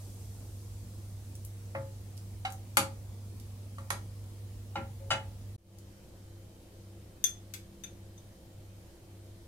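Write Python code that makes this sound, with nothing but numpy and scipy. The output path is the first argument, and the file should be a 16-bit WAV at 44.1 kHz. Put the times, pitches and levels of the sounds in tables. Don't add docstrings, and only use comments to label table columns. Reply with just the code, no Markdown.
import sys
import numpy as np
from scipy import signal
from scipy.io import wavfile
from scipy.ndimage import uniform_filter1d

SR = 44100
rng = np.random.default_rng(int(sys.argv[2]) if len(sys.argv) > 2 else 0)


def waveform_to_disk(signal):
    frames = np.transpose(np.atleast_2d(signal))
    scaled = np.clip(frames, -1, 1) * 32767
    samples = np.round(scaled).astype(np.int16)
    wavfile.write(sys.argv[1], SR, samples)


N = 417627

# frequency in Hz, relative spectral density in dB.
STOVE_AIR_SPECTRUM = [(12, -40), (25, -24), (70, -5), (104, -9.5), (150, -20.5), (200, -18), (330, -23),
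                      (400, -27), (590, -28.5), (1500, -40), (3000, -40), (10000, -41), (13000, -45),
                      (16000, -44.5)]
TABLE_AIR_SPECTRUM = [(12, -61), (20, -3), (90, -5.5), (247, -13), (335, -10.5), (431, -16), (539, -15.5),
                      (1110, -27), (3130, -30.5), (3600, -29.5), (10700, -32.5), (14500, -35.5),
                      (15800, -43)]
FIZZ_SPECTRUM = [(2000, -21), (3500, -7.5), (5000, 0), (8500, 3), (11000, -0.5), (13500, -0.5),
                 (16000, -27)]
# frequency in Hz, bandwidth in Hz, level in dB.
STOVE_HUM_TONES = [(50.9, 2.7, -59), (77.8, 1.4, -59.5), (129, 4, -66), (189.3, 7.6, -60.5),
                   (232, 0.15, -64.5), (341.3, 3.3, -68.5), (468, 0.33, -67), (522, 1.2, -72)]
TABLE_HUM_TONES = [(67.8, 12, -56.5), (74.5, 4, -79), (182, 2.1, -63), (196, 0.41, -58),
                   (338.4, 2.6, -58.5), (475, 1.5, -68.5), (530.6, 1.1, -66), (633, 5.9, -73),
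                   (3100, 90, -76.5)]
# frequency in Hz, left-right coherence from 0 to 1.
COHERENCE = [(60, .97), (130, .98), (290, .82), (640, .5), (1400, 0), (15000, .05)]
# frequency in Hz, time to decay by 60 dB (t60) in seconds.
ROOM_T60 = [(150, .3), (500, .3), (1500, .25), (5000, .23), (9000, .2), (14000, .16)]
# start in seconds, level in dB, centre in Hz, left over right in dB.
OIL_TICKS = [(1.353, -44, 8900, 0), (1.449, -40, 11400, 5), (2.17, -55, 7080, 14),
             (2.177, -53.5, 6000, -22), (2.503, -47, 7940, -6.5), (2.523, -42, 11400, 9),
             (3.399, -50, 6900, -13), (5.786, -51, 8170, 14)]
# frequency in Hz, relative level in dB, t60 in seconds.
BOWL_MODES = [(1396, -21, 0.16), (3420, -7, 0.1), (3500, -9.5, 0.17), (3570, -8.5, 0.07), (5200, -16, 0.08),
              (6170, -3, 0.055), (6194, 5.5, 0.068), (6250, 5, 0.044), (6480, 0, 0.043), (6900, -11, 0.07),
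              (7540, -15, .07), (9240, -2, 0.026), (10500, -14, .03), (12390, 1, 0.021), (14500, -7, .04)]
PAN_MODES = [(544.4, -4, 0.36), (653, -12, 0.21), (862.5, -3, 0.31), (1075, -5, 0.12), (1222, -11, 0.31),
             (1550, -1.5, 0.083), (1693, -5, 0.092), (2190, -5.5, 0.11), (2720, -26, 0.095)]
GRATE_MODES = [(793, -5, 0.13), (978, -10, 0.1), (1185, -11.5, 0.088), (1374, 3, 0.1), (1421, -12.5, .2),
               (1554, -12, 0.099), (1890, -21, 0.13), (2117, -9, 0.21), (2200, -8, 0.089),
               (2576, -14.5, 0.21), (2942, 0.5, 0.15), (3910, -2, 0.061), (4604, -9, 0.13), (5500, -13, .1)]
STOVE_TOP_MODES = [(74, -5, .3), (123.5, 5, 0.45), (184.7, 6, 0.32), (226, 3, 0.4), (276, -12, 0.4)]
# start in seconds, strength in dB, crack and ring in dB relative to it,
# lean to the upper cluster mode in dB, dullness in dB per octave, crack's upper edge in Hz.
SPOON_CLINKS = [(7.240, -20, -9, -3, -1.5, 0, 15000), (7.5377, -27.5, -5, -17, -6, 2, 13900),
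                (7.837, -33.5, -4, -2.5, 10.5, 2.5, 4570), (8.177, -61, -6, 0, 12.5, 0, 7000)]
# start in seconds, strength in dB, contact in ms, crack, pan ring, grate ring
# and thud in dB relative to the strength, dullness in dB per octave, clatter's lower edge in Hz,
# treble left over right in dB, clack pitch in Hz, clack in relative dB, clack t60 in seconds.
PAN_KNOCKS = [(1.748, -21.5, 1.6, -40, -10, -28, -21, 8, 940, 6, 740, -7, 0.022),
              (2.449, -24, 2.4, -7, -22, -11.5, -42, 3.5, 805, -15, 769, -3, .14),
              (2.451, -34, .8, -7.5, -30, -2.5, -40, 0, 1900, -4, 2204, 10, 0.046),
              (2.770, -9.5, 0.16, -6.5, -19.5, -14.5, -23, 1.5, 750, 14, 852, -3.5, 0.041),
              (2.777, -23.5, .5, -8.5, -17, -11.5, -20.5, 2, 1700, 3, 2190, 3.5, .05),
              (3.783, -35, 0.77, -10, -15.5, -16, -16, 5, 845, 9, 1154, 3, 0.026),
              (3.904, -14, 0.21, -19, -30, -18, -29.5, 11, 473, -12, 1100, -6.5, .03),
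              (4.755, -28, 3.12, -3, -10.5, 2, -11, 5, 420, -11.5, 836, 7, 0.037),
              (5.000, -60.5, 7, -38, 15, -4, -13.5, 33, 450, -2, 540, -8.5, .03),
              (5.104, -27, 1.9, 7, -13, -4, -18.5, -1.5, 350, 8, 1180, 2.5, 0.052),
              (5.112, -24, 2.36, 2.5, -11, 1, -18.5, 1, 350, 17, 657, 0.5, 0.042),
              (5.129, -29, 1.8, -20, -17, -4, -25.5, 5, 350, 3, 810, -3, .04)]

PAN_MOVED_S, TABLE_START_S = 4.2, 5.58


def amp(db):
    return 10 ** (np.asarray(db) / 20)


def unit_rms(x):
    return x / np.sqrt(np.mean(x ** 2) + 1e-20)


def curve_at(points, hz):
    knots_hz, values = np.transpose(points)
    return np.interp(np.log(hz + 1), np.log(knots_hz + 1), values)[:, None]


def bandpass(x, low_hz, high_hz):
    return signal.sosfilt(signal.butter(3, [low_hz, min(high_hz, 18000)], "band", fs=SR, output="sos"), x)


def place(mix, start_s, sound, left_db, left_lag_ms):
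    for side, sign in enumerate((1, -1)):
        arrival_s = start_s + max(sign * left_lag_ms, 0) / 1000
        part = mix[side, round(arrival_s * SR):][:len(sound)]
        part += sound[:len(part)] * amp(sign * left_db / 2)


def diffuse_pair(left, independent, hz):
    coherence = curve_at(COHERENCE, hz)
    return np.array([left, coherence * left + np.sqrt(1 - coherence ** 2) * independent])


def hiss(spectrum, flicker_db):
    frames, hz = N // 512 + 5, np.fft.rfftfreq(2048, 1 / SR)
    left_re, left_im, other_re, other_im, patches = rng.standard_normal((frames, len(hz), 5)).T
    patches = unit_rms(uniform_filter1d(uniform_filter1d(patches, size=16, axis=0), size=6, axis=1))
    spectra = diffuse_pair(left_re + 1j * left_im, other_re + 1j * other_im, hz)
    spectra *= amp(curve_at(spectrum, hz) + flicker_db * patches)
    return unit_rms(signal.istft(spectra, nperseg=2048, noverlap=1536)[1][:, :N])


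def crack(db, t60, rise_s):
    t = np.arange(SR // 2) / SR
    return amp(db - 60 * t / t60) * rng.standard_normal(len(t)) * (1 - np.exp(-t / rise_s))


def ring(modes, db, rise_s, spread, dull_db=0):
    t, sound = np.arange(SR // 2) / SR, 0
    for (hz, mode_db, t60), (phase, *draws) in zip(modes, rng.random((len(modes), 5))):
        missed_db = dull_db * max(np.log2(hz / 600), 0)
        twins = sum(np.sin(2 * np.pi * (hz * (1 + spread * (detune - .5)) * t + twin_phase))
                    for detune, twin_phase in (draws[:2], draws[2:]))
        envelope = amp(mode_db - missed_db - 60 * t / t60)
        sound = sound + envelope * (np.sin(2 * np.pi * (hz * t + phase)) + 0.44 * twins)
    return amp(db) * sound * (1 - np.exp(-t / rise_s))


def fridge_hum(tones, buzz_db, motor_share, waver):
    buzz_hz, beat_hz, beat_null_s = 99.75, 1.718, 8.37
    t = np.arange(N) / SR - beat_null_s
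    motor = motor_share * np.sin(2 * np.pi * (buzz_hz - beat_hz) * t)
    hum = np.sqrt(2) * amp(buzz_db) * (np.sin(2 * np.pi * buzz_hz * t) - motor)
    slow_t = t[::200]
    for hz, width_hz, db in tones:
        pole = np.exp(-np.pi * width_hz * (slow_t[1] - slow_t[0]))
        drifts = signal.lfilter([1], [1, -pole], rng.standard_normal((2, len(slow_t))))
        in_phase, quadrature = (waver * np.interp(t, slow_t, unit_rms(drift)) for drift in drifts)
        phase = 2 * np.pi * hz * t
        hum += amp(db) * unit_rms((1 + in_phase) * np.cos(phase) + quadrature * np.sin(phase))
    return hum


def room_echoes(sound):
    taps = np.zeros((2, SR // 2))
    slots = np.arange(100, SR // 2 - 20, 20)
    arrivals = slots + rng.integers(0, 20, (2, len(slots)))
    np.put_along_axis(taps, arrivals, rng.choice([-1., 1.], arrivals.shape), 1)
    hz, t, (left, independent) = signal.stft(taps, SR, nperseg=256)
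    decay = amp(-60 * t / curve_at(ROOM_T60, hz))
    tail = signal.istft(diffuse_pair(left, independent, hz) * decay, SR, nperseg=256)[1]
    return signal.oaconvolve(sound.mean(0)[None], tail / np.linalg.norm(tail[0]), axes=1)[:, :N]


def oil_fizz(t):
    start_db, settled_db, cooling_s = -55, -67.5, 1.74
    cooling_db = settled_db + (start_db - settled_db) * np.exp(-t / cooling_s)
    distance_db = -11 * np.clip(t - PAN_MOVED_S, 0, 1)
    return amp(cooling_db + distance_db) * hiss(FIZZ_SPECTRUM, flicker_db=0.94)


def oil_ticks(mix):
    for start_s, db, hz, left_db in OIL_TICKS:
        snap = crack(db + 8.5, t60=0.01, rise_s=.0001)
        spray = crack(db - 2.5, t60=0.045, rise_s=0.00055)
        place(mix, start_s, bandpass(snap + spray, 0.46 * hz, 1.9 * hz), left_db, left_lag_ms=.1)


def spoon_clinks():
    rings, snaps = np.zeros((2, 2, N))
    low_hz, split_hz, high_hz = 3300, 3550, 3700
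    for start_s, db, crack_db, ring_db, lean_db, dull_db, top_hz in SPOON_CLINKS:
        click = bandpass(crack(db, t60=0.0092, rise_s=0.00027), 1600, 13500)
        snap = click + bandpass(crack(db + crack_db, t60=0.05, rise_s=0.00068), 1470, top_hz)
        modes = [(hz, mode_db + lean_db * np.sign(hz - split_hz) * (low_hz < hz < high_hz), t60)
                 for hz, mode_db, t60 in BOWL_MODES]
        bowl = ring(modes, db + ring_db, rise_s=0.001, spread=0.023, dull_db=dull_db)
        for mix, sound in ((snaps, snap), (rings, bowl)):
            place(mix, start_s, sound, left_db=15.5, left_lag_ms=-.4)
    return rings, snaps


def contact_crack(db, crack_db, contact_ms):
    top_hz = 11700 / (1 + contact_ms / 2.8)
    click = crack(db - 0.5 - 19 * contact_ms, t60=0.023, rise_s=.0001)
    body = crack(db + crack_db, t60=0.07, rise_s=contact_ms / 1000)
    sharp = bandpass(click + body, 730, top_hz)
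    hollow_band = signal.lfilter(*signal.butter(1, (3900, 6970), "band", fs=SR), sharp)
    return sharp - 0.57 * hollow_band


def stove_thud(db):
    shudder = bandpass(crack(db + 33.5, t60=0.14, rise_s=0.078), 98, 387)
    return ring(STOVE_TOP_MODES, db, rise_s=0.028, spread=0.036) + shudder


def pan_knocks():
    rings, noise = np.zeros((2, 2, N))
    for (start_s, db, contact_ms, crack_db, pan_db, grate_db, thud_db, dull_db,
         low_hz, left_db, clack_hz, clack_db, clack_t60) in PAN_KNOCKS:
        contact_s = contact_ms / 1000
        lag_ms = 0.18 if start_s < PAN_MOVED_S else -.095
        place(noise, start_s, contact_crack(db, crack_db, contact_ms), left_db, lag_ms)
        clatter = crack(db, t60=0.029 + 0.044 * contact_ms, rise_s=contact_s)
        place(noise, start_s, bandpass(clatter, low_hz, 2420), 0, lag_ms)
        pan = ring(PAN_MODES, db + pan_db, contact_s, spread=0.016, dull_db=dull_db)
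        grate = ring(GRATE_MODES, db + grate_db, contact_s, spread=0.023, dull_db=dull_db)
        clack = ring([(clack_hz, clack_db, clack_t60)], db, contact_s + 0.00029, spread=0.011 / clack_t60)
        place(rings, start_s, pan + grate + clack, 0, lag_ms)
        place(rings, start_s, stove_thud(db + thud_db), 0, 0)
    return rings, noise


def scene():
    t = np.arange(N) / SR
    stove_rings, stove_snaps = pan_knocks()
    oil_ticks(stove_snaps)
    bowl_rings, bowl_snaps = spoon_clinks()
    snaps = stove_snaps + bowl_snaps
    echoes = room_echoes(amp(1) * snaps + amp(-5) * stove_rings + amp(-1.5) * bowl_rings)
    stove = oil_fizz(t) + amp(-47) * hiss(STOVE_AIR_SPECTRUM, flicker_db=1.5)
    stove += fridge_hum(STOVE_HUM_TONES, buzz_db=-41, motor_share=0.0063, waver=1) * amp([[-.6], [.6]])
    table = amp(-49.5) * hiss(TABLE_AIR_SPECTRUM, flicker_db=1.1)
    table += fridge_hum(TABLE_HUM_TONES, buzz_db=-50.5, motor_share=0.94, waver=.35)
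    return snaps + stove_rings + bowl_rings + echoes + np.where(t < TABLE_START_S, stove, table)


def record(dry):
    t = np.arange(N) / SR
    drop_s, return_s, fade_s = 5.563, 5.581, 0.13
    fade_in_db = -6 - 13 * np.exp(-(np.maximum(t - return_s, 0) / fade_s) ** 2)
    gain = amp(-3.5) * (t < drop_s) + amp(fade_in_db) * (t > return_s)
    faded = dry * uniform_filter1d(gain, size=130)
    lowpass = signal.firwin(511, 15900, window=("kaiser", 9), fs=SR)
    return signal.oaconvolve(faded, lowpass[None], "same")


dry = scene()
out = record(dry)
waveform_to_disk(out)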